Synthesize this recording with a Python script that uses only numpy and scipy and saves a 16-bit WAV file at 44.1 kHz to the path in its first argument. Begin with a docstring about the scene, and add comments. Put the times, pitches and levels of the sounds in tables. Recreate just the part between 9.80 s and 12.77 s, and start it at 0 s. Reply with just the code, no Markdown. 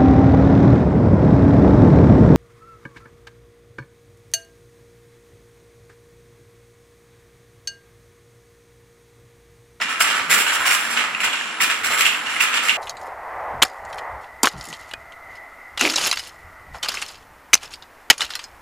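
"""A rattle and a glassy knock open the scene over faint low noise, and one bottle rings on faintly.
Small glass bottles crowd on the steel turntable of a bottling line, close by in a factory hall.
Each shove is a rattle of random contacts: the steel clatters, the bottles clack and their walls ring.
Single knocks, built from damped modes, stand out; under them the pack jostles all the time.
Behind it lie filtered-noise rush, faint deep noise, the humming lines of the drive and one rising groan."""
import sys
import numpy as np
from scipy import signal
from scipy.fft import rfft, irfft
from scipy.io import wavfile
from scipy.ndimage import uniform_filter1d

SR = 44100
rng = np.random.default_rng(int(sys.argv[2]) if len(sys.argv) > 2 else 0)


def to_wav(sig):
    """Store sig (one row per channel, or 1-D mono) as 16-bit WAV at the path in sys.argv[1].

    Samples outside -1..1 are clipped; the rate is SR.
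    """
    pcm = np.clip(np.atleast_2d(sig), -1, 1) * 32767
    pcm = np.round(pcm).astype(np.int16)
    wavfile.write(sys.argv[1], SR, pcm.T)  # frames by channels


N = 130977

# Coloured noise of the hall's machines and the faint low noise: (frequency [Hz], relative density [dB per Hz])
HALL_SPECTRUM = [(70, -57), (115, -16.5), (170, -4), (260, 2.5), (370, -6.5), (600, -2.5), (1300, 8.5),
                 (3000, -1.5), (8000, -20.5), (15000, -48)]
LOW_NOISE_SPECTRUM = [(25, -20), (60, 1), (105, 14), (220, -10)]
# Lines of the drive: (frequency [Hz], mean level [dB])
HUM_LINES = [(233, -59), (322, -58), (445, -58)]
# Course of the groan: (time [s], centre pitch [Hz], level [dB])
GROAN_COURSE = [(.42, 165, -59), (.5, 168, -40), (.54, 177.5, -43), (.58, 203, -38), (.63, 213, -67)]
# Spans in which the faint low noise is present: (time [s], length [s])
LOW_NOISE_SPANS = [(0, .5), (.79, .04), (1.04, .12), (1.235, 0.58), (1.962, 0.21), (2.39, 0.37)]
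# Single hard knocks: (time [s], level [dB], pitch [Hz])
KNOCKS = [(.018, -8, 1790), (0.2049, -11, 1210), (0.2095, -3, 1400), (0.2091, -5, 2200), (.2128, -6, 2850),
          (0.52, -8, 2440), (.859, -9, 2180), (.913, -7, 2020), (1.173, -8, 2700), (1.3485, -7, 2554),
          (1.4033, -12, 2560), (1.611, -12, 1670), (1.8043, -5, 1990), (1.8437, -4.5, 2430),
          (2.2082, -4.5, 2440), (2.212, -8.5, 2800), (2.2562, -5, 2820), (2.265, -2, 2710),
          (2.3282, -11, 2640), (2.346, -10, 2720), (2.5646, -10, 2085), (2.6053, -4.5, 2740),
          (2.609, -1, 2490), (2.7393, -12, 2750), (2.773, -8, 2880), (2.8945, -2, 2730), (2.903, -7, 2840)]
# Modes of a knock: (multiple of its pitch [ratio], level against the knock [dB], t60 [s])
KNOCK_MODES = [(.56, -10.5, 0.016), (.78, -9, 0.019), (0.999, 1.5, 0.015), (1.082, -14.5, 0.066)]
# Shoves through the pack:
# (time [s], length [s], steel level [dB], clack against steel [dB], glass ring against steel [dB])
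SHOVES = [(0.007, 0.0078, -29.5, 6, 3), (0.079, 0.048, -27, -3, -7.5), (0.193, 0.028, -23, -5, 3.5),
          (0.235, 0.085, -24, -1, -7), (0.332, 0.062, -25, -7, -9), (0.491, 0.058, -17.5, -5, -1.5),
          (0.566, 0.05, -23, -2, -0.5), (0.656, 0.051, -22.5, -2, -6.5), (0.717, 0.04, -23.5, -5, -1.5),
          (0.787, 0.086, -24.5, -11, -7.5), (0.849, 0.037, -21.5, -2, -0.5),
          (0.892, 0.061, -22.5, -2.5, -0.5), (0.982, 0.09, -28.5, -5.5, -5), (1.089, 0.057, -31, -0.5, 1.5),
          (1.158, 0.048, -23.5, -0.5, -8.5), (1.227, 0.016, -27, -22, -8), (1.395, .012, -29, 2.5, 2),
          (1.427, 0.022, -22.5, 0.5, -2), (1.518, 0.018, -27.5, 1, -5), (1.798, 0.039, -23, 2, 1.5),
          (1.889, 0.025, -25.5, 2, -3.5), (2.03, 0.038, -24.5, -2.5, -0.5), (2.091, 0.06, -23.5, -6, -3.5),
          (2.165, 0.041, -23.5, -4, 0), (2.2, 0.006, -24, 5, 8), (2.243, 0.026, -26, 6, 2),
          (2.451, 0.023, -36.5, 7, -3), (2.485, 0.09, -30.5, -2.5, -4.5), (2.593, 0.045, -24, 1.5, 0.5),
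          (2.663, 0.032, -37.5, 7, -11), (2.722, 0.053, -27, 3.5, -3), (2.818, 0.07, -27.5, -3.5, -1.5),
          (2.877, 0.014, -30, 10, 4.5)]
# Wall modes of a typical bottle: (frequency [Hz], relative level [dB], t60 [s])
WALL_MODES = [(5520, -9, 0.079), (7380, -3.5, 0.033), (7514, -3, 0.055), (9060, -12.5, 0.21),
              (9720, -7.5, 0.026), (10250, -11, 0.13)]
# Steel table, clack of two bottles, tick of contact: (frequency [Hz], relative density [dB per Hz])
STEEL_SPECTRUM = [(80, -73), (170, -26.5), (400, -16.5), (760, -11.5), (950, -5.5), (1250, 1), (1650, 0.6),
                  (2200, -4.5), (4000, -19), (15000, -49)]
CLACK_SPECTRUM = [(200, -68), (1200, -17), (1900, -4), (2450, 1), (2820, 1.5), (3350, -5), (4600, -15.5),
                  (8000, -18), (15000, -64)]
TICK_SPECTRUM = [(1000, -57), (3500, 4), (5500, 2.5), (8300, 3.5), (10000, 0), (12000, -0.5), (15500, -5)]

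HALL_DB, LOW_NOISE_DB = -33.5, -59
PING_S, PING_DB, PING_HZ, PING_T60_S = 0.014, -26, 5150, 0.13
BOTTLE_COUNT, NEIGHBOUR_COUNT = 20, 6
SIZE_SPREAD = 0.0149  # spread of wall pitch between bottles, as a fraction
TRAVEL_BOTTLES_PER_S = 24  # how fast the group in contact moves round the pack
CONTACTS_PER_S, CONTACT_SCATTER_DB = 1400, 2
RISE_S, RELEASE_S = 0.0094, 0.042  # steel and clack
RING_RISE_S, RING_RELEASE_S = 0.016, 0.016
JOSTLE_DB, JOSTLE_CLACK_DB, JOSTLE_RING_DB, JOSTLE_WALK_DB = -33, -38.5, -44, 1.7
HARD_DB, HARDENING = -25, 0.56  # contacts stronger than this tick more sharply, by this power
STEEL_T60_S, CLACK_T60_S, TICK_T60_S, CRACK_T60_S = 0.018, 0.024, 0.004, 0.0049
RING_DB, TICK_DB, CRACK_DB = -2, -5.5, -15  # balance of the layers
# side against mid [ratio]
STEEL_WIDTH, CLACK_WIDTH, TICK_WIDTH, KNOCK_WIDTH, HALL_WIDTH = 0.077, 0.96, 1, 0.44, 0.17
PAN_DB = -2  # left against right
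ROOM_DB, ROOM_T60_S = -5.5, 0.57
TOP_HZ = 15800
SIDES = np.array([[1], [-1]])  # left, right


def undb(db):
    """Amplitude for a level in dB."""
    return 10 ** (np.asarray(db) / 20)


def unit(x):
    """Scale to an energy of 1 in each channel."""
    return x / np.sqrt(np.sum(x ** 2, axis=-1, keepdims=True))


def fade(t60):
    """A quarter second of exponential decay that loses 60 dB in t60 seconds."""
    return np.exp(-np.log(1000) * np.arange(SR // 4) / SR / t60)


def colour(x, points):
    """Causal minimum-phase filter through (Hz, dB) points, by folding the cepstrum."""
    size = 2 * x.shape[-1]
    hz, db = np.array(points, float).T
    log_bins = np.log(np.fft.rfftfreq(size, 1 / SR) + 1)
    cepstrum = irfft(np.log(undb(np.interp(log_bins, np.log(hz), db))))
    cepstrum[1:size // 2] *= 2
    cepstrum[size // 2 + 1:] = 0
    return irfft(rfft(x, size) * np.exp(rfft(cepstrum)))[..., :size // 2]


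def stereo(pair, width):
    """Left and right from a mid and a side signal."""
    return pair[0] + width * pair[1] * SIDES


def through(x, response):
    """Convolve with a two-channel response."""
    return signal.fftconvolve(np.atleast_2d(x), response, axes=-1)[:, :N]


def walk(rate):
    """Slow random wander with a spread near 1: held values, rate per second, joined by ramps."""
    hold = int(SR / rate)
    values = rng.standard_normal(256)[np.arange(N // hold + 1) % 256]
    return np.sqrt(2) * uniform_filter1d(np.repeat(values, hold), hold)[:N]


def steady_noise(spectrum, width):
    """Coloured stereo noise whose mid has an rms of 1."""
    pair = unit(colour(rng.standard_normal((2, N)), spectrum))
    return stereo(pair, width) * np.sqrt(N)


def burst(spectrum, t60, width):
    """Response of many crowded, quickly dying modes to one contact."""
    dying = rng.standard_normal((2, SR // 4)) * fade(t60)
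    return stereo(unit(colour(dying, spectrum)), width)


def hall_rush():
    """The rush of the machines in the hall: coloured noise of wandering level."""
    return steady_noise(HALL_SPECTRUM, HALL_WIDTH) * undb(HALL_DB + 1.2 * walk(8.24))


def drive_hum():
    """The drive hums on a few sine lines that waver in level and phase."""
    t = np.arange(N) / SR
    hum = 0
    for hz, db in HUM_LINES:
        level = np.sqrt(2) * undb(db + 3.1 * walk(7.4))  # dB of rms
        hum = hum + level * np.sin(2 * np.pi * hz * t + 0.5 * walk(15))
    return hum


def low_noise():
    """Faint deep noise of wandering level, present in some spans and absent in others."""
    t = np.arange(N) / SR
    low = steady_noise(LOW_NOISE_SPECTRUM, 0.42)
    spans = sum(1. * ((t >= start) & (t < start + length)) for start, length in LOW_NOISE_SPANS)
    gate = uniform_filter1d(spans, size=1300)  # soft edges
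    return low * undb(LOW_NOISE_DB + 4.7 * walk(18)) * gate


def groan():
    """A short low groan, an unsteady sine rising in pitch, as of a guide rail rubbed under load."""
    t = np.arange(N) / SR
    at, hz, db = np.array(GROAN_COURSE).T
    pitch = np.interp(t, at, hz) * (1 + 0.061 * walk(58.3))
    phase = 2 * np.pi * np.cumsum(pitch) / SR
    return undb(np.interp(t, at, db, left=-120, right=-120)) * np.sin(phase)


def ping():
    """One bottle stands free after a contact and a wall mode rings on faintly."""
    age = np.maximum(np.arange(N) / SR - PING_S, 0)
    ring = np.exp(-np.log(1000) * age / PING_T60_S) * np.sin(2 * np.pi * PING_HZ * age)
    return undb(PING_DB) * ring


def knocks():
    """Hard single blows: a crack and a few quickly damped modes around each one's own pitch."""
    out = np.zeros((2, N + SR))
    age = np.arange(SR // 4) / SR
    for start, db, pitch in KNOCKS:
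        onset_scale = np.sqrt(SR * CRACK_T60_S / np.log(1000))  # from unit energy to level at the onset
        blow = undb(CRACK_DB) * burst(CLACK_SPECTRUM, CRACK_T60_S, KNOCK_WIDTH) * onset_scale
        for ratio, mode_db, t60 in KNOCK_MODES:
            hz = pitch * ratio
            phase = KNOCK_WIDTH * rng.standard_normal() * SIDES
            envelope = fade(t60) * (1 - fade(0.0033))  # a soft onset
            swing = envelope * np.sin(2 * np.pi * hz * age + phase)
            speed = np.gradient(swing, axis=-1) * SR / (2 * np.pi * hz)  # the wall's speed radiates
            blow = blow + undb(mode_db) * speed
        i = int(start * SR)
        out[:, i:i + len(age)] += undb(db) * blow
    return out[:, :N]


def glass():
    """One bottle's wall modes, a little off those of its neighbours."""
    ring = 0
    for hz, db, t60 in WALL_MODES:
        envelope = fade(t60)
        own_hz = hz * (1 + SIZE_SPREAD * rng.standard_normal())
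        cycles = own_hz * np.arange(len(envelope)) / SR
        swing = envelope * np.sin(2 * np.pi * (cycles + rng.random((2, 1))))
        ring = ring + undb(db) * unit(np.diff(swing, prepend=0))  # the wall's speed radiates
    return undb(RING_DB) * unit(ring)


def force(levels_db, rest_db, rise, release):
    """Strength of the contacts: each shove rises, holds and dies away over the constant jostling."""
    t = np.arange(N) / SR
    power = undb(rest_db + JOSTLE_WALK_DB * walk(9.1)) ** 2
    for (start, length, *_), db in zip(SHOVES, levels_db):
        attack = np.clip((t - start) / rise, 0, 1)
        decay = np.exp(-np.maximum(t - start - length, 0) / release)
        power = power + (undb(db) * attack * decay) ** 2
    return np.sqrt(power)


def contacts():
    """Random single-sample hits of either sign, evened out so that they share the shove's energy."""
    struck = rng.random(N) < CONTACTS_PER_S / SR
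    strength = undb(CONTACT_SCATTER_DB * rng.standard_normal(N))
    hits = struck * strength * rng.choice([-1, 1], N)
    return hits / np.sqrt(uniform_filter1d(hits ** 2, size=700) + 1e-6)


def pack():
    """Random contacts, shared out among the bottles, excite steel, clack and glass together."""
    _, _, db, clack_db, ring_db = np.array(SHOVES).T
    steel = force(db, JOSTLE_DB, RISE_S, RELEASE_S)
    clack = force(db + clack_db, JOSTLE_CLACK_DB, RISE_S, RELEASE_S)
    ring = force(db + ring_db, JOSTLE_RING_DB, RING_RISE_S, RING_RELEASE_S)
    tick = undb(TICK_DB) * ring * (ring / undb(HARD_DB)) ** HARDENING
    hits = contacts()
    # only a few neighbours touch at a time
    front = (TRAVEL_BOTTLES_PER_S * np.arange(N) / SR).astype(int)
    owner = (front + rng.integers(0, NEIGHBOUR_COUNT, N)) % BOTTLE_COUNT
    out = 0
    for bottle in range(BOTTLE_COUNT):
        own = hits * (owner == bottle)
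        out = out + through(own * steel, burst(STEEL_SPECTRUM, STEEL_T60_S, STEEL_WIDTH))
        out = out + through(own * clack, burst(CLACK_SPECTRUM, CLACK_T60_S, CLACK_WIDTH))
        out = out + through(own * ring, glass())
        out = out + through(own * tick, burst(TICK_SPECTRUM, TICK_T60_S, TICK_WIDTH))
    return out


def room(source):
    """The hall's answer: a diffuse noise tail that swells briefly, then decays for a quarter second."""
    tail = fade(ROOM_T60_S)
    response = unit(rng.standard_normal((2, len(tail))) * tail * (1 - fade(0.016)))
    return undb(ROOM_DB) * through(source, response)


def scene():
    """The bottles lie a little to the right; the hall answers them."""
    pan = undb(PAN_DB * SIDES / 2)
    bottles = (pack() + knocks() + ping()) * pan
    background = hall_rush() + drive_hum() + low_noise() + groan()
    return bottles + room(bottles) + background


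def record(dry):
    """Peaks near full scale are rounded and a steep low-pass cuts the top."""
    rounded = dry / (1 + dry ** 6) ** (1 / 6)
    low_pass = signal.ellip(12, .2, 100, TOP_HZ, fs=SR, output="sos")
    return signal.sosfilt(low_pass, rounded)


dry = scene()
out = record(dry)
to_wav(out)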